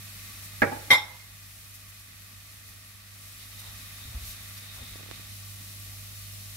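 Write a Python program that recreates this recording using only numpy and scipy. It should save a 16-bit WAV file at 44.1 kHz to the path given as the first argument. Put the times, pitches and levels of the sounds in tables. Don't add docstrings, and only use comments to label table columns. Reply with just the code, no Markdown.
import sys
import numpy as np
from scipy import signal
from scipy.fft import rfft, irfft, next_fast_len
from scipy.io import wavfile
from scipy.ndimage import uniform_filter1d

SR = 44100
rng = np.random.default_rng(int(sys.argv[2]) if len(sys.argv) > 2 else 0)


def convert_level_to_amplitude(level_db):
    exponent = np.asarray(level_db, float) / 20
    return 10 ** exponent


def digitize_waveform(pressure):
    field = np.atleast_2d(pressure).T
    bounded = np.clip(field, -1, 1)
    quanta = np.round(bounded * 32767).astype(np.int16)
    wavfile.write(sys.argv[1], SR, quanta)


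N = 289600
TIME = np.arange(N) / SR
NEARER_S = 5.22


def colour(x, points, causal=False):
    size = 2 * next_fast_len(x.shape[-1] // 2 + 1)
    hz, db = np.transpose(points)
    bins_hz = np.arange(size // 2 + 1) * SR / size
    gain = convert_level_to_amplitude(np.interp(np.log(bins_hz + 1), np.log(hz), db))
    if causal:
        cepstrum = irfft(np.log(gain), size)
        cepstrum[1:size // 2] *= 2
        cepstrum[size // 2 + 1:] = 0
        gain = np.exp(rfft(cepstrum))
    return irfft(rfft(x, size) * gain, size)[..., :x.shape[-1]]


def band_rms(x, lo_hz, hi_hz):
    power = np.abs(rfft(x.mean(0))) ** 2
    return np.sqrt(2 * power[int(lo_hz * N / SR):int(hi_hz * N / SR)].sum()) / N


def walk(rate_hz):
    hold = int(SR / rate_hz)
    steps = np.repeat(rng.standard_normal(N // hold + 1), hold)
    return 1.4 * uniform_filter1d(uniform_filter1d(steps, hold), hold)[:N]


def ramp(start_s, length_s):
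    return np.clip((TIME - start_s) / length_s, 0, 1)


# pitch_hz, shared [0-1]
LIKENESS = [(60, 1), (130, 0.97), (300, 0.47), (700, 0.3), (1500, 0.28), (3000, 0), (16000, 0)]


def two_ports(mid, side):
    hz, like = np.transpose(LIKENESS)
    like = np.clip(like, 0, .999)
    mid = colour(mid, np.c_[hz, 10 * np.log10(1 + like)])
    side = colour(side, np.c_[hz, 10 * np.log10(1 - like)])
    return np.array([mid + side, mid - side])


def grains(per_s, spread_db, swell):
    chance = rng.random((2, N))
    size = convert_level_to_amplitude(spread_db * rng.exponential(size=(2, N))) * rng.standard_normal((2, N))
    clicks = size * (chance < per_s * swell / SR)
    return two_ports(*clicks)


# pitch_hz, level_db [dB per Hz]
FAT = [(1530, -21), (2600, -4), (2870, -2), (3120, -1), (3380, -4.5), (3720, 0), (5400, -3), (5880, -9.5),
       (7500, -9.5), (9750, -8), (16500, -120)]
# pitch_hz, level_db [dB per Hz]
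SPATTER = [(3530, -20.5), (6000, -1.5), (6800, -5), (7050, -2.5), (7830, -4.5), (9730, -3), (10500, -1),
           (11400, 0.5), (12800, -2), (14000, -4), (15700, -6)]


def sizzle(fat_db, spatter_db):
    boil = convert_level_to_amplitude(0.69 * walk(14))
    fat = colour(grains(20000, 0.55, boil), FAT)
    spatter = colour(grains(22000, 0.57, boil * convert_level_to_amplitude(0.65 * walk(25))), SPATTER)
    fat *= convert_level_to_amplitude(fat_db) / band_rms(fat, 2830, 6100)
    spatter *= convert_level_to_amplitude(spatter_db) / band_rms(spatter, 7300, 15300)
    return fat + spatter


# start_s (of the crest), length_s, swell_db, brightness [0-1]
FLURRIES = [(.45, 0.039, 3.5, .95), (1.6, .3, 1.8, 1), (1.753, .025, 4, .95), (1.894, 0.026, 3.5, 1),
            (2, 0.023, 2.5, .9), (2.687, 0.027, 2.5, .9), (3.06, 0.11, -2, 1), (3.287, .15, 3, 0.8),
            (3.423, 0.057, 4, 0.1), (3.597, 0.02, 4.5, 0.5), (3.673, .04, 4, 0), (4.015, 0.041, 0, 0.5),
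            (4.288, 0.094, 5.5, .7), (4.58, 0.018, 4.5, 0.2), (4.698, 0.045, -4, 1), (4.757, .025, 2.5, 1),
            (4.93, 0.09, 1.5, 0.4), (5.097, 0.43, -2.5, 0.9), (5.147, .06, 3, 0)]


def flurries():
    out = np.zeros((2, N))
    for s, length_s, db, bright in FLURRIES:
        share = np.clip([[2 - 2 * bright], [2 * bright]], 0, 1)
        out += db * share * np.exp(-.5 * ((TIME - s) / (length_s / 2.5)) ** 2)
    return out


# pitch_hz, width_hz, level_db
PAN = [(1153, 17, 0), (2077, 15, 3.5), (2500, 37, 1), (3840, 440, -4), (4370, 75, -0.5), (5490, 25, 2),
       (8500, 88, -0.5), (11800, 280, -5.5), (13600, 69, 0.5)]


def pan_rings(x, lift_db=5.0):
    hz = np.arange(N // 2 + 1) * SR / N
    lift = sum((lift_db + db) / (1 + (2 * (hz - f) / width) ** 2) for f, width, db in PAN)
    return irfft(rfft(x) * convert_level_to_amplitude(lift - 1.16), N)


# pitch_hz, level_db [left minus right]
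LEAN = [(60, 0), (110, -16.5), (200, -8), (380, 1.5), (700, 3.5), (1290, -0.5), (2380, -2.5), (4400, -2),
        (8120, 1.0), (15000, 4.5)]


def lean(hiss):
    hz, db = np.transpose(LEAN)
    left = colour(hiss[0], np.c_[hz, db / 2])
    right = colour(hiss[1], np.c_[hz, -db / 2])
    return np.array([left, right])


def pool(hiss, near):
    centre_hz, width_hz = 3700, 230
    edges_hz = [centre_hz - width_hz / 2, centre_hz + width_hz / 2]
    band = signal.butter(1, edges_hz, "band", fs=SR, output="sos")
    growth = convert_level_to_amplitude(-4 + 4.1 * walk(11)) * ramp(3.3, .3) * (1 - near)
    return hiss + signal.sosfilt(band, hiss) * growth


def ring(x, modes):
    flutter_s, flutter_depth = .009, 0.6
    out, t = 0, np.arange(len(x)) / SR
    knots_s = flutter_s * np.arange(300)
    for (hz, db, t60_s), chance in zip(modes, rng.uniform(-0.814, 1, len(modes))):
        pole = np.exp(2j * np.pi * hz / SR - np.log(1000) / (t60_s * SR))
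        port_phase = np.sign(chance) * min(hz / 450, .68) * np.array([[1], [-1]])
        a, b = (np.interp(t, knots_s, v) for v in rng.standard_normal((2, len(knots_s))))
        waver = 1 + flutter_depth * min(hz / 900, 1) * (a + 1j * b)
        mode = signal.lfilter([1], [1, -pole], x)
        out = out + convert_level_to_amplitude(db) * (np.exp(1j * port_phase) * waver * mode).imag
    return out


# pitch_hz, level_db
TAIL = [(60, -1), (300, -1), (900, 1), (2000, -3.5), (5000, -2), (16000, -5)]


def kitchen(dry):
    early_db, early_t60_s = 2, 0.067
    late_db, late_t60_s = -13, 0.5
    t = np.arange(SR // 2) / SR
    early, late = (two_ports(*rng.standard_normal((2, len(t)))) for _ in range(2))
    echo = early * convert_level_to_amplitude(early_db - 60 * t / early_t60_s)
    echo += colour(late, TAIL) * convert_level_to_amplitude(late_db - 60 * t / late_t60_s)
    echo *= np.clip(t / 0.0016, 0, 1) / 30
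    echo[0, 0], echo[1, 6] = .3, .3
    return signal.fftconvolve(dry[None], echo, axes=1)[:, :len(dry)]


def blows(table, modes, body, body_db, wet_db):
    push = np.zeros(SR * 2)
    for s, db in table:
        push[int(s * SR)] = convert_level_to_amplitude(db)
    decay = np.exp(-1 / (0.0036 * SR))
    crack = signal.lfilter([1], [1, -decay], push) * rng.standard_normal(len(push))
    rings = ring(push, modes)
    cracks = convert_level_to_amplitude(body_db) * colour(crack, body, causal=True)
    return rings + kitchen(convert_level_to_amplitude(wet_db) * rings[0] + cracks)


# start_s, level_db
KNOCKS = [
    (.6195, -12),
    (.623, -11.5),
    (.627, -14),
    (.632, -16.5),
    (.644, -32),
    (.652, -34),
    (.672, -29),
    (.695, -33),
]
# pitch_hz, level_db, t60_s
CUPBOARD = [(100, -8, 0.24), (220, -4.5, 0.059), (289, -5, 0.1), (457, -6, 0.11), (605, -15, 0.068),
            (814, -8.5, 0.13), (1160, -4, 0.045), (1310, -6, 0.044), (1620, -1.5, 0.083), (2260, -9, 0.045),
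            (2320, -7.5, .04)]
# start_s, level_db
REBOUNDS = [
    (.718, -28),
    (.726, -25.5),
    (.745, -33.5),
    (.764, -36),
    (.88, -41.5),
]
# pitch_hz, level_db, t60_s
DOOR = [(294, -0.5, 0.047), (838, 2, 0.11), (1180, -4, 0.045), (1510, -15, 0.035), (2080, -23, .04)]
# pitch_hz, level_db [dB per Hz]
THUD = [(60, -22), (110, -1), (160, 4), (250, 0), (420, 7.5), (820, -0.5), (1400, -4), (2300, 1),
        (3000, -24), (4000, -26), (12000, -38), (16000, -72)]
# start_s, level_db
CLANGS = [
    (.904, -18.5),
    (.9065, -14),
    (.915, -15),
    (.927, -14.5),
    (.933, -19.5),
    (.940, -19.5),
    (.954, -24.5),
    (.979, -27.5),
]
# pitch_hz, level_db, t60_s
LID = [(100, -13.5, 0.088), (313, -17, 0.13), (635, -14, 0.09), (757, -11, 0.096), (849, -8, 0.16),
       (984, -29, 0.12), (1156, -13, 0.13), (1615, -31, 0.14), (1840, -32, .09), (1994, -11.5, 0.15),
       (2088, 0, 0.22), (2115, -2.5, 0.24), (2105, 2.5, 0.18), (2227, -4.5, 0.14), (3254, -9, 0.14),
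       (3360, -7, 0.21), (3653, -6, 0.18), (3960, -10, 0.11), (4010, -11, 0.061), (4200, -25, 0.1),
       (4990, -20.5, 0.14), (5467, -10.5, 0.12), (5520, -14, 0.18), (5900, -25, 0.046), (7450, -15, 0.2),
       (9600, -19, 0.09), (10850, -14.5, 0.095), (12040, -24, .12), (12460, -19, .12), (13550, -26, 0.11)]
# pitch_hz, level_db [dB per Hz]
CRASH = [(220, -29), (520, -2), (1000, 3.5), (2070, -4), (2750, -10.5), (3700, -1), (4700, -10.5),
         (6200, -13), (6900, -24.5), (7500, -12), (8300, -24.5), (10000, -14.5), (13300, -13.5),
         (14200, -28)]
# start_s, level_db
DUCK = [
    (.945, 0),
    (1.0, -2.5),
    (1.3, 3.5),
]


def far_blows():
    sound = blows(KNOCKS, CUPBOARD, THUD, body_db=15, wet_db=-1)
    sound += blows(REBOUNDS, DOOR, THUD, body_db=6, wet_db=0.5)
    sound += blows(CLANGS, LID, CRASH, body_db=18, wet_db=-2)
    sound = signal.sosfilt(signal.butter(2, 75, "high", fs=SR, output="sos"), sound)
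    out = np.zeros((2, N))
    out[:, :sound.shape[1]] = 0.35 * sound
    lean_db = -3 * np.array([[.5], [-.5]])
    return out * convert_level_to_amplitude(np.interp(TIME, *np.transpose(DUCK)) + lean_db)


# start_s, level_db [peak], pitch_hz, cycles
BUMPS = [(4.053, -38, 67.5, 0.9), (4.072, -34, 92, 2.46), (4.146, -28.5, 60, 2.4), (4.208, -35.5, 70, 2.7),
         (4.248, -43, 54, 1.8), (4.809, -35, 85.6, 2.2), (4.815, -50.5, 238, 9), (5.601, -53, 246, 5),
         (4.05, -54, 235, 4.8), (4.14, -51.5, 244, 7.5), (4.909, -41, 55.56, 1.5), (4.101, -39, 100, 2.2),
         (4.275, -40, 55, 1.8)]
# start_s, level_db [peak], sharpness_hz
TICKS = [
    (4.957, -31, 497),
    (4.996, -39, 700),
    (5.007, -35, 500),
    (5.033, -36, 450),
    (5.062, -37, 600),
    (5.089, -34.5, 500),
    (5.103, -40, 700),
    (5.112, -17, 3760),
    (5.118, -36, 500),
    (5.197, -37, 400),
]


def hand():
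    out = np.zeros((2, N))
    for s, db, hz, cycles in BUMPS:
        t = np.arange(int(cycles / hz * SR)) / SR
        swell = np.sin(np.pi * t * hz / cycles) ** 0.85
        out[:, int(s * SR):int(s * SR) + len(t)] -= convert_level_to_amplitude(db) * np.sin(2 * np.pi * hz * t) * swell
    t = np.arange(800) / SR
    since = t - .001
    for s, db, hz in TICKS:
        snap = -np.exp(-.5 * (since * hz * 2 * np.pi) ** 2)
        rebound = 0.33 * (since > 0) * np.sin(2 * np.pi * 260 * since) * np.exp(-t / 0.0024)
        out[1, int(s * SR):int(s * SR) + len(t)] += convert_level_to_amplitude(db) * (snap + rebound)
    return out


RUSTLE_S = [3.665, 4.155, 4.82, 4.78, 5.03, 4.1]
# length_s, level_db, pitch_hz (centre)
RUSTLES = [
    (.09, -58, 790),
    (0.062, -56, 620),
    (.06, -56.5, 460),
    (0.028, -55, 840),
    (0.31, -65, 270),
    (0.17, -72, 210),
]


def rustle():
    out = np.zeros((2, N))
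    for s, (length_s, db, hz) in zip(RUSTLE_S, RUSTLES):
        band = signal.butter(2, [hz * 0.66, hz * 1.66], "band", fs=SR, output="sos")
        swish = signal.sosfilt(band, rng.standard_normal((2, N)))
        envelope = np.exp(-.5 * ((TIME - s) / (length_s / 2.3)) ** 2)
        out += convert_level_to_amplitude(db) * swish / swish.std() * envelope
    return out


# pitch_hz, level_db [dB per Hz]
RUMBLE = [(12, -50), (27, -26), (45, -5.5), (70, -1.5), (125, -13.5), (205, -11.5), (260, -13.5),
          (346, -23.5), (580, -22.5), (900, -22.5), (1200, -79)]
# pitch_hz, level_db [dB per Hz]
AIR = [(410, -33), (700, -13), (1010, -12.5), (1140, -1), (1490, -5.5), (1710, -4), (1880, 2), (2180, -3),
       (2560, -0.5), (2870, -14), (3600, -4.5), (4680, -42), (7920, -120)]


def fan(rumble_db, air_db):
    rumble = colour(two_ports(*rng.standard_normal((2, N))), RUMBLE)
    air = colour(two_ports(*rng.standard_normal((2, N))), AIR)
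    rumble *= convert_level_to_amplitude(rumble_db + 0.94 * walk(11)) / band_rms(rumble, 109, 370)
    air *= convert_level_to_amplitude(air_db + 0.16 * walk(15)) / band_rms(air, 1150, 2460)
    return rumble + air


# multiple, level_db [re mains line]
SHAFT = [
    (1, -9),
    (3, -26),
    (4, -17),
    (13, -23),
]
# pitch_hz, level_db [re mains line]
OTHER_LINES = [
    (154.9, -17),
    (300.3, -26),
]


def hum(hum_db):
    shaft_hz, mains_hz = 48.9, 100.1
    beat_hz, beat_crest_s, beat_db = 2.225, 2.306, -16
    lag = 4
    turn = 2 * np.pi * (shaft_hz * TIME + 0.031 * walk(2.6))
    motor = sum(convert_level_to_amplitude(db + 0.6 * walk(2.74)) * np.sin(k * turn + 1.6) for k, db in SHAFT)
    motor += sum(convert_level_to_amplitude(db + 1.0 * walk(3.3)) * np.sin(2 * np.pi * hz * TIME) for hz, db in OTHER_LINES)
    mains = 2 * np.pi * mains_hz * TIME + 1.68
    motor += convert_level_to_amplitude(beat_db) * np.sin(mains - 2 * np.pi * beat_hz * (TIME - beat_crest_s))
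    lines = np.sin(mains) + motor * convert_level_to_amplitude(-3 * (TIME > NEARER_S))
    ports = np.array([lines, np.r_[lines[:lag], lines[:-lag]]])
    return np.sqrt(2) * ports * convert_level_to_amplitude(hum_db + np.array([[-1.5], [1.3]]))


def gain_control():
    pull_s, attack_s, hold_s, release_s = 0.84, 0.2, 2.15, 0.59
    pull_db, after_db = -4.5, -0.07
    release = ramp(pull_s + attack_s + hold_s, release_s)
    return pull_db * ramp(pull_s, attack_s) + (after_db - pull_db) * release


def scene():
    near = ramp(NEARER_S, 0.098)
    low_db, fine_db = flurries()
    air = fan(rumble_db=-62.5 - 1.5 * near, air_db=-55.5 - 3.5 * near)
    butter = sizzle(fat_db=-54.5 + 0.1 * near + low_db, spatter_db=-50.5 + 0.66 * near + fine_db)
    hiss = lean(pan_rings(air + butter))
    growth_db = -0.04 * (TIME - 2.15)
    steady = hum(-50 + 3.5 * near + growth_db) + pool(hiss, near)
    return steady * convert_level_to_amplitude(gain_control()) + far_blows() + hand() + rustle()


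def top_cut(x):
    return signal.sosfilt(signal.butter(12, 16670, fs=SR, output="sos"), x)


def record(dry):
    low_pass = signal.ellip(12, .2, 70, 15740, fs=SR, output="sos")
    mix = signal.sosfilt(low_pass, dry)
    return top_cut(mix)


dry = scene()
out = record(dry)
digitize_waveform(out)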